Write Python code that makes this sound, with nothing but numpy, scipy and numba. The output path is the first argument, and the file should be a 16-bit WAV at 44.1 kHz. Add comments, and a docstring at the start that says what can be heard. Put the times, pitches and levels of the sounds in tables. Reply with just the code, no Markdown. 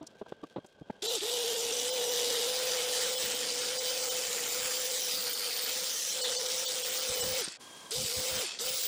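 """A finger belt sander dresses a weld on a sheet-steel car body in a quiet workshop.
First a sleeve rustles and hands bump the panel. A second in, the trigger ticks and the motor spins up
with one brief stutter: the rotor hums, its commutator whines, and the belt's grit rasps on the steel.
Each press drags the speed down. Near seven seconds the fan's squeal swells, then the trigger is let go,
the drive whirrs to a stop and a faint whistling hiss fills the pause. Two short bursts follow."""
import sys
import numpy as np
from scipy import signal
from scipy.fft import rfft, irfft, next_fast_len
from scipy.io import wavfile
from scipy.ndimage import uniform_filter1d
from numba import njit

SR = 44100
rng = np.random.default_rng(int(sys.argv[2]) if len(sys.argv) > 2 else 0)


def to_wav(s):
    """Save 16-bit WAV."""
    ch = np.atleast_2d(s).T  # columns
    pcm = np.round(np.clip(ch, -1, 1) * 32767)  # PCM
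    wavfile.write(sys.argv[1], SR, pcm.astype(np.int16))


N = 391166
TIME = np.arange(N) / SR


def from_db(db):
    """Decibels to gain."""
    return 10 ** (np.asarray(db) / 20)


def rms_one(x):
    """Scale to an rms of one."""
    return x / np.sqrt(np.mean(x ** 2) + 1e-20)


def automation(rows):
    """One curve per column, gliding between the times in the first column."""
    times, *columns = np.transpose(rows)
    return [np.interp(TIME, times, column) for column in columns]


def gate(start, end, fade=0.0015):
    """Fully open between two moments, with straight fades outside them."""
    return np.clip((TIME - start) / fade + 1, 0, 1) * np.clip((end - TIME) / fade + 1, 0, 1)


def hold(start, end, ramp):
    """Open between two moments, with smooth ramps centred on them."""
    return np.sin(np.pi / 2 * np.clip(np.minimum(TIME - start, end - TIME) / ramp + .5, 0, 1)) ** 2


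def swell(centre, length):
    """A rounded hump of height one."""
    return np.exp(-np.square(np.minimum(np.square(2 * (TIME - centre) / length), 10)))


def drift(rate):
    """Smooth random wander of spread one; a higher rate is more restless."""
    pole = np.exp(-40 * np.pi * rate / SR)
    slow = signal.lfilter([1], [1, -2 * pole, pole * pole], rng.standard_normal(N // 20 + 2002))[2000:]
    return np.interp(np.arange(N) / 20, np.arange(len(slow)), rms_one(slow))


def equalise(x, curve):
    """Apply an EQ curve that rolls off beyond its ends; rms one."""
    hz, db = np.transpose(curve)
    size = next_fast_len(N)
    bins_hz = np.maximum(np.arange(size // 2 + 1) * SR / size, 1)
    skirts = np.minimum(bins_hz / hz[0], 1) ** 4 * np.minimum(hz[-1] / bins_hz, 1) ** 8
    gain = from_db(np.interp(np.log(bins_hz), np.log(hz), db))
    return rms_one(irfft(rfft(x, size) * skirts * gain, size)[:N])


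def lowpass(x, corner_hz):
    """A gentle one-pole treble cut."""
    return signal.sosfilt(signal.butter(1, corner_hz, fs=SR, output="sos"), x)


def resonate(x, hz, width_hz):
    """A two-pole resonance with unit gain at its peak."""
    r = np.exp(-np.pi * width_hz / SR)
    feedback = [1, -2 * r * np.cos(2 * np.pi * hz / SR), r * r]
    return signal.lfilter(np.array([1, 0, -1]) * (1 - r * r) / 2, feedback, x)


@njit
def sweep(x, angle, r):
    """A two-pole resonance whose centre (pole angle) and width (pole radius) glide."""
    y = np.zeros(len(x))
    for i in range(2, len(x)):
        drive = (x[i] - x[i - 2]) * (1 - r[i] ** 2) / 2
        y[i] = drive + 2 * r[i] * np.cos(angle[i]) * y[i - 1] - r[i] ** 2 * y[i - 2]
    return y


def narrow_noise(hz, width_hz):
    """Pitched noise, run twice through one resonance; rms one."""
    return rms_one(resonate(resonate(rng.standard_normal(N), hz, width_hz), hz, width_hz))


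def noise_bands(bands):
    """A stack of pitched noises, each at its own level."""
    return sum(from_db(db) * narrow_noise(hz, width) for hz, width, db in bands)


def grit(grains_per_s=9000, spread_db=3.0, hiss=0.52):
    """Countless tiny grains of uneven size over a smooth hiss."""
    sizes = from_db(spread_db * np.minimum(rng.exponential(1, N), 5)) * rng.choice([-1, 1], N)
    grains = sizes * (rng.random(N) < grains_per_s / SR)
    return rms_one(grains) + hiss * rng.standard_normal(N)


def flickering_hiss(curve, level_db, flicker_db):
    """Shaped noise with an unsteady level."""
    return equalise(rng.standard_normal(N), curve) * from_db(level_db - flicker_db * drift(23))


# The colour of the room. Each row: frequency in Hz, EQ gain in dB.
ROOM_EQ = [(20, -22), (60, -16), (228, -5.5), (304, -10), (497, -2), (1410, -20.5), (1560, -3.5),
           (1780, -27), (3230, -20), (4200, -27.5), (6700, -35), (15000, -59)]
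# Thin whistles in the room. Each row: pitch in Hz, width in Hz, level in dB.
ROOM_WHISTLES = [(1602, 35, -82), (3240, 66, -77)]
def room_tone():
    """The workshop's quiet bed of hiss and faint whistles."""
    return flickering_hiss(ROOM_EQ, level_db=-63, flicker_db=3) + noise_bands(ROOM_WHISTLES)


def rustle(end_s=1, level_db=-73, spread_db=5):
    """Sleeve and cable brush the bodywork until the hands find their grip."""
    grains = grit(grains_per_s=1900, spread_db=4, hiss=.3)
    brush = equalise(grains, [(300, 0), (1200, -5), (3500, 3), (8000, -8.5), (15000, -22)])
    return gate(0, end_s, fade=.03) * brush * from_db(level_db + spread_db * np.minimum(drift(47), 2))


# The panel's ring. Each row: multiple of the lowest mode, typical relative level in dB.
PANEL_MODES = [(1, -1), (1.879, 2.5), (2.9, -3), (4.0, -1.5), (4.8, -8), (7.4, -11.5)]
# The scuff of a bump. Each row: frequency in Hz, EQ gain in dB.
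SCUFF_EQ = [(50, -7), (130, -1), (240, 5.5), (500, 2.5), (1000, 0.5), (1500, -10.5), (2300, -17.5),
            (3800, -8), (5500, -29), (12000, -44)]
# Hands and tool bump the panel, each at a spot with its own pitch.
# Each row: start in seconds, peak in dB, length in seconds, lowest mode in Hz, treble cut in Hz.
PANEL_BUMPS = [(0.008, -35, 0.035, 163.3, 1800), (0.21, -28, 0.017, 220.6, 600),
               (0.26, -42, 0.008, 330, 1500), (0.319, -26, 0.0084, 196, 2200),
               (0.43, -32, 0.017, 157, 1200), (0.558, -27.5, 0.018, 179.5, 1800),
               (0.577, -31, 0.015, 149, 1000), (0.641, -42.5, 0.016, 197, 1200),
               (0.81, -36, 0.016, 159, 120), (0.896, -24, 0.011, 215.3, 280), (7.473, -37, 0.013, 188, 598)]
def bumps(size=6000, scuff_db=-4, uneven_db=4.0, attack_s=0.0034):
    """Each bump is a short scuff and a hollow ring of the panel, choked by the hand."""
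    out, t = np.zeros(N + size), np.arange(size) / SR
    multiples, levels = np.transpose(PANEL_MODES)
    scuffs = from_db(scuff_db) * equalise(rng.standard_normal(N), SCUFF_EQ)
    for start, db, length, hz, cut_hz in PANEL_BUMPS:
        at = int(start * SR)
        strengths = from_db(levels + uneven_db * rng.standard_normal(len(levels)))
        cycles = np.outer(hz * multiples, t) + rng.random((len(levels), 1))
        ring = rms_one(strengths @ np.sin(2 * np.pi * cycles))
        envelope = (1 - np.exp(-(t / attack_s) ** 2)) * np.exp(-(t / length) ** 4)
        thud = lowpass(envelope * (ring + scuffs[at:at + size]) + 1e-18, cut_hz)
        out[at:at + size] += from_db(db) * thud / np.abs(thud).max()
    return out[:N]


# Sharp ticks. Each row: start in seconds, peak in dB, attack and length in seconds, pitch in Hz.
SHARP_TICKS = [(0.029, -49, .0005, .003, 6000), (0.064, -38, .025, 0.015, 5570),
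               (0.658, -50, .015, .016, 7000), (0.897, -40, 0.0047, 0.017, 1600),
               (1.022, -27, .001, 0.014, 4220), (1.178, -27, 0.0033, 0.022, 4470),
               (1.206, -26.5, .002, 0.01, 3040), (7.449, -28, 0.00095, 0.0063, 4940),
               (7.482, -28, 0.00081, 0.011, 4520), (7.522, -37, 0.0011, 0.0079, 7110),
               (7.908, -26, .0005, 0.005, 7990), (7.915, -27, 0.0011, 0.017, 3920),
               (8.587, -26, 0.0011, 0.014, 3960)]
def ticks(size=3000, width_share=0.62):
    """Handling, trigger and belt give brief, bright snaps, each in one broad resonance."""
    out, t = np.zeros(N + size), np.arange(size) / SR
    for start, db, attack, length, hz in SHARP_TICKS:
        at, width_hz = int(start * SR), width_share * hz
        envelope = (1 - np.exp(-(t / attack) ** 2)) * np.exp(-(2 * t / length) ** 2)
        snap = resonate(resonate(envelope * rng.standard_normal(size), hz, width_hz), hz, width_hz)
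        out[at:at + size] += from_db(db) * snap / np.abs(snap).max()
    return out[:N]


# The finger on the trigger. Each row: pull, release and coasting time constant, all in seconds.
TRIGGER_PULLS = [(1.023, 1.157, 0.072), (1.214, 7.401, .08), (7.911, 8.419, 0.087), (8.595, 8.86, 0.1)]
def spin(start_share=.68, spin_up_s=.022, slack_s=.004, run_out_s=.17):
    """Share of full speed: the motor jumps, closes in on the rest, and coasts once released."""
    share = 1e-6
    for pull, release, coast_s in TRIGGER_PULLS:
        turning = gate(pull, release + run_out_s, slack_s)   # slack is taken up; friction ends the run
        rise = 1 - (1 - start_share) * np.exp(-np.maximum(TIME - pull, 0) / spin_up_s)
        fall = np.exp(-np.maximum(TIME - release, 0) / coast_s)
        share = np.maximum(share, turning * rise * fall)
    return share


# The belt is pressed on the weld.
# Each row: start and end in seconds, rotor sag in turns per second, added chatter from 0 to 1.
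HAND_PRESSES = [(1.002, 1.44, 22.4, 0.38), (1.439, 1.749, 35.6, 0.54), (1.753, 1.871, 14.7, 0.12),
                (1.991, 2.471, 24.7, 0.49), (2.68, 3.049, 10.3, 0.2), (3.281, 3.72, 14.5, 0.24),
                (4.291, 4.547, 18.7, 0.27), (5.07, 5.14, 21.7, 0.21), (5.21, 5.72, 18, 0.4),
                (6.258, 6.494, 11, 0.3), (6.69, 6.903, 7.6, 0.2), (7.176, 7.254, 23, 0.01),
                (8.044, 8.14, 40, 0.13), (8.804, 8.962, 11, 0.07)]
def load(ramp_s=0.091, light_chatter=0.052):
    """The rotor sags and the belt chatters harder as the hand leans in."""
    sag, chatter = 0, light_chatter
    for start, end, turns, depth in HAND_PRESSES:
        pressed = hold(start, end, ramp_s)
        sag, chatter = sag + turns * pressed, chatter + depth * pressed
    return sag, chatter


def rotor_speed(share, sag, chatter, cold_hz=502, warming_hz_per_s=1.4, surge_hz=15, swing_hz=20):
    """Turns per second: the motor creeps up as it warms, sags under load and surges as the belt catches."""
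    wobble = 1 + 0.0016 * drift(94) + .004 * drift(5.03)   # fast jitter, slow sway of the hand
    free = (cold_hz + warming_hz_per_s * TIME) * wobble
    surge_phase = 2 * np.pi * np.cumsum(surge_hz * (1 + .33 * drift(14))) / SR
    surge = np.sin(surge_phase) * (1 + 0.35 * drift(9))
    snags = 0.4 * drift(67.5)
    return share * (free - sag + swing_hz * chatter * (surge + snags))


# The hum's overtones. Each row: multiple of the rotor rate, level in dB relative to the hum.
HUM_OVERTONES = [(2, -21), (3, -27.5), (4, -22.5), (7, -18), (8, -10.5), (10, -11.5), (12, -11.5)]
# The housing rattles along. Each row: pitch in Hz, width in Hz, level in dB relative to the hum.
HOUSING_RATTLE = [(546, 400, -15.5), (767, 284, -13.5)]
def rotor_hum(angle, spun_up, level_db, rattle_db=-52):
    """Unbalance hums once a turn and shakes the housing."""
    tone = np.sqrt(2) * np.sin(angle + 0.63 * drift(31)) * (1 + 0.041 * drift(23))
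    rattle = drift(45) * np.sin(angle) + drift(45) * np.cos(angle)
    blur = np.minimum(from_db(rattle_db - level_db), .9)   # a weak hum is mostly rattle
    hum = np.sqrt(1 - blur ** 2) * tone + blur * rattle
    overtones = sum(from_db(db) * np.sin(round(order) * angle) * (1 + 0.55 * drift(39))
                    for order, db in HUM_OVERTONES)
    fade = np.interp(spun_up, [0.59, 0.8], [0, 1])   # the hum dies as the rotor slows
    return from_db(level_db) * fade * (hum + overtones + noise_bands(HOUSING_RATTLE))


def commutator_whine(angle, speed, spun_up, level_db, bars=30, ring_hz=8670, width_hz=630, ring_db=4):
    """The commutator whines once per bar; as the pitch falls it passes a resonance of the housing."""
    whine = np.sin(bars * angle) * (1 + 0.55 * drift(110))
    ring = from_db(ring_db) * np.exp(-((bars * speed - ring_hz) / width_hz) ** 2)
    return from_db(level_db) * whine * (spun_up ** 4 + ring)


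def fan_squeal(angle, speed, hum_db, blades=6, vent_hz=2944, width_hz=270):
    """The fan's blades pass a vent in step with the rotor, loudest where they meet its resonance."""
    level_db = hum_db - 10 + 3.5 * swell(centre=7.26, length=0.28)   # the vent turns toward the listener
    vent = 1 / np.hypot(1, 2 * (blades * speed - vent_hz) / width_hz)
    return from_db(level_db) * vent * np.sqrt(2) * np.sin(blades * angle) * (1 + 0.3 * drift(79))


# The hum's fader as the tool is turned. Each row: time in seconds, level in dB at full speed.
HUM_FADER = [(1.05, -36.5), (1.5, -37), (1.85, -39.5), (1.98, -35), (2.15, -36), (3.0, -38.5),
             (3.45, -42.5), (4.0, -40), (4.45, -45), (4.6, -43.5), (4.92, -42), (5.01, -45.5), (5.1, -48),
             (5.55, -48.5), (5.83, -45), (5.96, -51.5), (6.1, -53), (6.17, -44.5), (6.26, -39),
             (6.6, -44.5), (7.04, -45), (7.13, -38.5), (7.38, -38.5), (7.98, -43.5), (8.09, -49),
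             (8.2, -42), (8.43, -41.5), (8.68, -44.5), (8.8, -51.5)]
# The whine's fader as the tool is turned. Each row: time in seconds, level in dB before chatter loss.
WHINE_FADER = [(1.05, -49), (1.6, -44.5), (2.85, -46), (3.17, -40), (3.5, -53), (3.85, -44), (5.2, -39),
               (6.1, -46), (6.5, -47), (6.9, -41), (7.35, -42), (7.97, -48), (8.3, -41), (8.6, -43),
               (8.85, -36)]
def motor(speed, speed_db, chatter, chatter_loss_db=2.5, flutter_db=2):
    """Hum, whine and squeal, locked to one shaft; a skipping belt shakes the whine apart."""
    angle = 2 * np.pi * np.cumsum(speed) / SR
    spun_up = np.minimum(speed / np.median(speed), 1)
    hum_db = automation(HUM_FADER)[0] + 1.06 * speed_db
    whine_db = automation(WHINE_FADER)[0] - chatter_loss_db * chatter + flutter_db * drift(3.7)
    return (rotor_hum(angle, spun_up, hum_db) + commutator_whine(angle, speed, spun_up, whine_db)
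            + fan_squeal(angle, speed, hum_db))


# Belt and steel ring together at a pitch set by the contact.
# Each row: time in seconds, pitch in Hz, width in Hz, level in dB against the rasp before sliding loss.
CONTACT_PATH = [(1.1, 3660, 1000, -0.5), (1.7, 3300, 960, -6), (2.33, 3700, 1103, -2.5),
                (3.1, 3343, 950, -13), (4.15, 6886, 1200, -11), (4.35, 7040, 1197, -4),
                (4.92, 7250, 1195, -7.5), (5.02, 5800, 1000, 2), (5.16, 4590, 852, -1.5),
                (5.42, 4545, 800, 1), (5.75, 4393, 948, -6), (5.85, 5280, 1200, -11),
                (5.92, 6080, 1390, -1), (6.02, 6070, 1402, -0.5), (6.11, 5760, 1403, 0),
                (6.14, 5670, 1405, -8), (6.19, 3870, 1097, 4), (6.3, 3620, 1100, 2), (6.39, 5350, 1300, 0),
                (6.9, 5810, 1200, -27), (7.3, 4700, 1200, -4), (8.87, 4770, 1100, -10)]
def contact_ring(overtone_db=-10, slide_loss_db=1.3):
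    """The hollow, gliding ring at the contact, and its share of the mix, which drops as it slides."""
    hz, width_hz, level_db = automation(CONTACT_PATH)
    angle, r = 2 * np.pi * hz / SR, np.exp(-np.pi * width_hz / SR)
    ring, octave = (rms_one(sweep(sweep(grit(), k * angle, r), k * angle, r) / np.sqrt(width_hz))
                    for k in (1, 2))
    damping = np.minimum(4500 / hz, 1) ** 3   # high overtones are damped
    octaves_per_s = uniform_filter1d(np.abs(np.gradient(np.log2(hz))) * SR, size=1000)
    share = from_db(level_db - slide_loss_db * octaves_per_s)
    return ring + from_db(overtone_db) * damping * octave, share


def skipping(chatter, rate_hz=64, sharpness=9.7, height=2.5):
    """On the edge of the weld the belt skips, landing in short, uneven kicks; mean power one."""
    phase = 2 * np.pi * np.cumsum(rate_hz * (1 + 0.252 * drift(27))) / SR
    kicks = np.exp(sharpness * (np.cos(phase) - 1)) * (1 + 0.16 * drift(48))
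    gain = 1 + height * chatter * kicks
    return gain / np.sqrt(uniform_filter1d(gain ** 2, size=4000))


def belt_pressure(speed, turns_per_slap=3.3, sharpness=1.6, slap_db=1.16, flap_db=0.5, judder_db=0.72):
    """The belt slaps the work every few rotor turns, flaps loosely between, and judders in the hand."""
    phase = 2 * np.pi * np.cumsum(speed / turns_per_slap * (1 + 0.1996 * drift(60))) / SR
    slaps = np.exp(sharpness * (np.cos(phase) - 1)) * (1 + 0.4 * drift(105))
    db = slap_db * slaps / slaps.std() + flap_db * narrow_noise(127, 150) + judder_db * drift(35)
    return rms_one(from_db(db))


def sheet_shimmer(x, depth=0.45, width_hz=210, count=22):
    """As the contact wanders, modes of the sheet swell and fade."""
    modes = np.geomspace(1300, 12000, count) * rng.uniform(0.908, 1.047, count)
    return x + sum(depth * drift(11.5) * resonate(x, hz, width_hz * np.sqrt(hz / 3000)) for hz in modes)


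# The grind's bright rasp, mid-range body and treble fizz. Each row: frequency in Hz, EQ gain in dB.
RASP_EQ = [(2300, -13), (2700, -9.5), (3050, -1), (3600, 0.5), (4300, -1), (5200, 1.5), (6300, -0.5),
           (7400, -0.5), (8300, -2), (9300, -3), (9900, -22), (10800, -80)]
BODY_EQ = [(180, -16), (300, -5), (600, -3), (850, -2), (1050, -3), (1350, 1.5), (1650, -0.5), (2150, 2),
           (2700, 2), (3300, -13)]
FIZZ_EQ = [(8800, -7), (9800, 7), (11000, 5.5), (12200, 0.5), (13300, 2), (15700, -13), (17000, -20)]
# The pillar rings under the belt. Each row: pitch in Hz, width in Hz, level in dB relative to the rasp.
PILLAR_RINGS = [(3067, 210, -18), (3730, 220, -18.5)]
def grinding(speed, chatter, rasp_db, body_db, fizz_db, skip_share=0.74):
    """Abrasive grains tear at the steel: rasp, body, fizz and contact ring all pulse with the belt."""
    ring, ring_share = contact_ring()
    bite = (1 + skip_share * (skipping(chatter) - 1)) / np.sqrt(1 + ring_share ** 2)
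    rasp = bite * (noise_bands(PILLAR_RINGS) + equalise(grit(), RASP_EQ))
    body = from_db(body_db) * equalise(grit(), BODY_EQ)
    fizz = from_db(fizz_db) * equalise(grit(), FIZZ_EQ) * np.sqrt(np.abs(speed) / np.median(speed))
    gain = belt_pressure(speed) * from_db(rasp_db)
    return gain * (sheet_shimmer(rasp + body + fizz) + bite * ring_share * ring)


def dulled(x, share, corner_hz=6500):
    """A slow belt loses its treble."""
    low = lowpass(x, corner_hz)
    return low + share * (x - low)


# The low end under the grind. Each row: frequency in Hz, EQ gain in dB.
RUMBLE_EQ = [(20, -8), (45, -12), (70, -11), (125, -1.5), (230, 4), (400, -7), (700, -23)]
def panel_rumble(drive_db, offset_db=-21, lumps_db=3.5):
    """The belt shakes the panel into a faint, lumpy rumble."""
    gain = from_db(drive_db + offset_db + lumps_db * drift(8.1))
    return gain * equalise(rng.standard_normal(N), RUMBLE_EQ)


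# The grind turns briefly hollow. Each row: centre in seconds, length in seconds, depth from 0 to 1.
HOLLOW_MOMENTS = [(1.083, 0.032, .97), (1.918, .032, .93), (3.171, .034, 0.8), (3.791, 0.031, 0.98),
                  (4.1, 0.023, .8), (5.34, 0.016, 0.83), (6.225, 0.031, 0.96), (6.374, .034, 1),
                  (6.665, 0.033, 0.91), (6.835, 0.02, 0.94), (7.217, 0.021, .8)]
def thinned(x, size=4096, count=18, low_hz=2886, high_hz=9020, width_hz=25, ring_db=1):
    """For a moment the broad rasp gives way to a cluster of narrow rings."""
    out, t = x.copy(), (np.arange(size) - size // 2) / SR
    for centre, length, depth in HOLLOW_MOMENTS:
        at = int(centre * SR) - size // 2
        broad = x[at:at + size]
        ring = rms_one(sum(resonate(broad, hz, width_hz) for hz in rng.uniform(low_hz, high_hz, count)))
        blend = min(depth, 1) * np.exp(-(2 * t / length) ** 4)
        out[at:at + size] = (1 - blend) * broad + blend * from_db(ring_db) * broad.std() * ring
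    return out


# The ring of the arm and rollers. Each row: pitch in Hz, width in Hz, relative gain in dB.
ARM_MODES = [(2610, 180, 0), (3350, 290, 0), (4460, 440, -1), (5240, 260, -1), (7240, 560, -7)]
# The drive runs down. Each row: start in seconds, end in seconds, gain in dB.
RUN_DOWNS = [(1.174, 1.21, -53), (7.429, 7.56, -49.5), (8.45, 8.579, -41.5)]
def whirr(speed, knocks_per_turn=2, uneven=0.39, rub=0.034):
    """Once the motor lets go, the slack drive knocks into the arm, slower and slower."""
    knock_count = np.floor(knocks_per_turn * np.cumsum(speed) / SR)
    knocks = np.diff(knock_count, prepend=0) * (1 + uneven * rng.standard_normal(N))
    drive = knocks + rub * rng.standard_normal(N)
    ring = sum(from_db(db) * resonate(resonate(drive, hz, width), hz, 2 * width)
               for hz, width, db in ARM_MODES)
    return rms_one(ring) * sum(from_db(db) * gate(start, end, fade=0.0072) for start, end, db in RUN_DOWNS)


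# The belt bears on the sill's corner. Each row: centre in seconds, level in dB, length in seconds.
SILL_SWELLS = [(2.0, -59, 1.45), (3.451, -55.5, 0.59)]
def sill_drone(hz=257, width_hz=150):
    """The hollow sill answers the belt with a low, wavering note."""
    envelope = sum(from_db(db) * swell(centre, length) for centre, db, length in SILL_SWELLS)
    return narrow_noise(hz, width_hz) * envelope


# Gusts from the tool. Each row: centre in seconds, level in dB, length in seconds.
AIR_GUSTS = [(3.0, -68, 3.5), (3.248, -55, 0.055), (4.64, -56, 0.042), (7.107, -46, 0.031),
             (7.265, -47, 0.15), (8.015, -46.5, 0.11), (8.187, -42, 0.042), (8.355, -49, 0.088),
             (8.7, -60, 0.13)]
# Their bassy buffeting. Each row: frequency in Hz, EQ gain in dB.
BUFFET_EQ = [(15, -11), (40, -2), (70, -0.5), (145, 2.5), (200, -1.5), (320, -9), (700, -28)]
def cooling_air():
    """Cooling air buffets the listener whenever the vents face that way."""
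    envelope = sum(from_db(db) * swell(centre, length) for centre, db, length in AIR_GUSTS)
    return envelope * equalise(rng.standard_normal(N), BUFFET_EQ)


# The colour of the hiss in the pause. Each row: frequency in Hz, EQ gain in dB.
PAUSE_EQ = [(100, -12), (280, -0.5), (700, -5), (1050, 2), (1400, -9), (2200, -8), (3300, -6), (7000, -6),
            (9500, -12), (12000, -18), (15500, -25)]
# The whistles in that hiss. Each row: pitch in Hz, width in Hz, level in dB.
PAUSE_WHISTLES = [(1030, 212, -66), (1606, 61, -63), (3252, 140, -58.5), (9330, 120, -64)]
def pause_hiss(start_s=7.61, end_s=7.91):
    """A faint whistling hiss fills the longest pause."""
    hiss = flickering_hiss(PAUSE_EQ, level_db=-52, flicker_db=0.5) + noise_bands(PAUSE_WHISTLES)
    return gate(start_s, end_s, fade=0.018) * hiss


# The belt digs in. Each row: centre in seconds, boost of the grind in dB, length in seconds.
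BELT_DIGS = [(2.3, 2.5, 0.27), (2.991, 2.5, 0.2), (4.73, 2, 0.063), (6.268, 1, 0.088)]
# The grind's balance. Each row: time in seconds, body and fizz in dB against the rasp at full speed.
GRIND_BALANCE = [(1.05, -15.5, -11), (1.9, -13.5, -13.5), (2.65, -9, -10.5), (3.2, -9, -12.5),
                 (3.55, -10.5, -16), (3.9, -10.5, -13), (4.6, -8.5, -12), (4.85, -11.5, -11.5),
                 (5.35, -10, -12.5), (5.8, -11, -11.5), (6.03, -15, -9.5), (6.25, -11, -15.5),
                 (6.8, -10.5, -12.5), (7.35, -9.5, -14), (8.07, -14, -10.5), (8.38, -6.5, -12),
                 (8.75, -13.5, -11)]
def sander(full_rasp_db=-35, rasp_power=0.93, body_power=0.67):
    """The whole tool on the steel; rasp and body each grow with their own power of the speed."""
    share, (sag, chatter) = spin(), load()
    speed, speed_db = rotor_speed(share, sag, chatter), 20 * np.log10(share)
    digs_db = sum(db * swell(centre, length) for centre, db, length in BELT_DIGS)
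    rasp_db = full_rasp_db + rasp_power * speed_db + digs_db
    body_db, fizz_db = automation(GRIND_BALANCE)
    body_db += (body_power - rasp_power) * np.maximum(speed_db, -20)   # the sheet is the last to fade
    tones = motor(speed, speed_db, chatter)
    low_end = panel_rumble(rasp_db + body_db) + cooling_air() + sill_drone()
    grind = dulled(grinding(speed, chatter, rasp_db, body_db, fizz_db), share)
    return tones + whirr(speed) + thinned(grind + low_end)


def scene():
    """The sander and the handling over the quiet workshop, in mono."""
    return (room_tone() + pause_hiss() + sander() + bumps() + ticks() + rustle())[None]


def record(dry, ceiling=0.1, cutoff_hz=15800):
    """Peaks are rounded, and the top is cut steeply."""
    rounded = ceiling * np.tanh(dry / ceiling)
    return signal.sosfilt(signal.ellip(12, .1, 80, cutoff_hz, fs=SR, output="sos"), rounded)


dry = scene()
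out = record(dry)
to_wav(out)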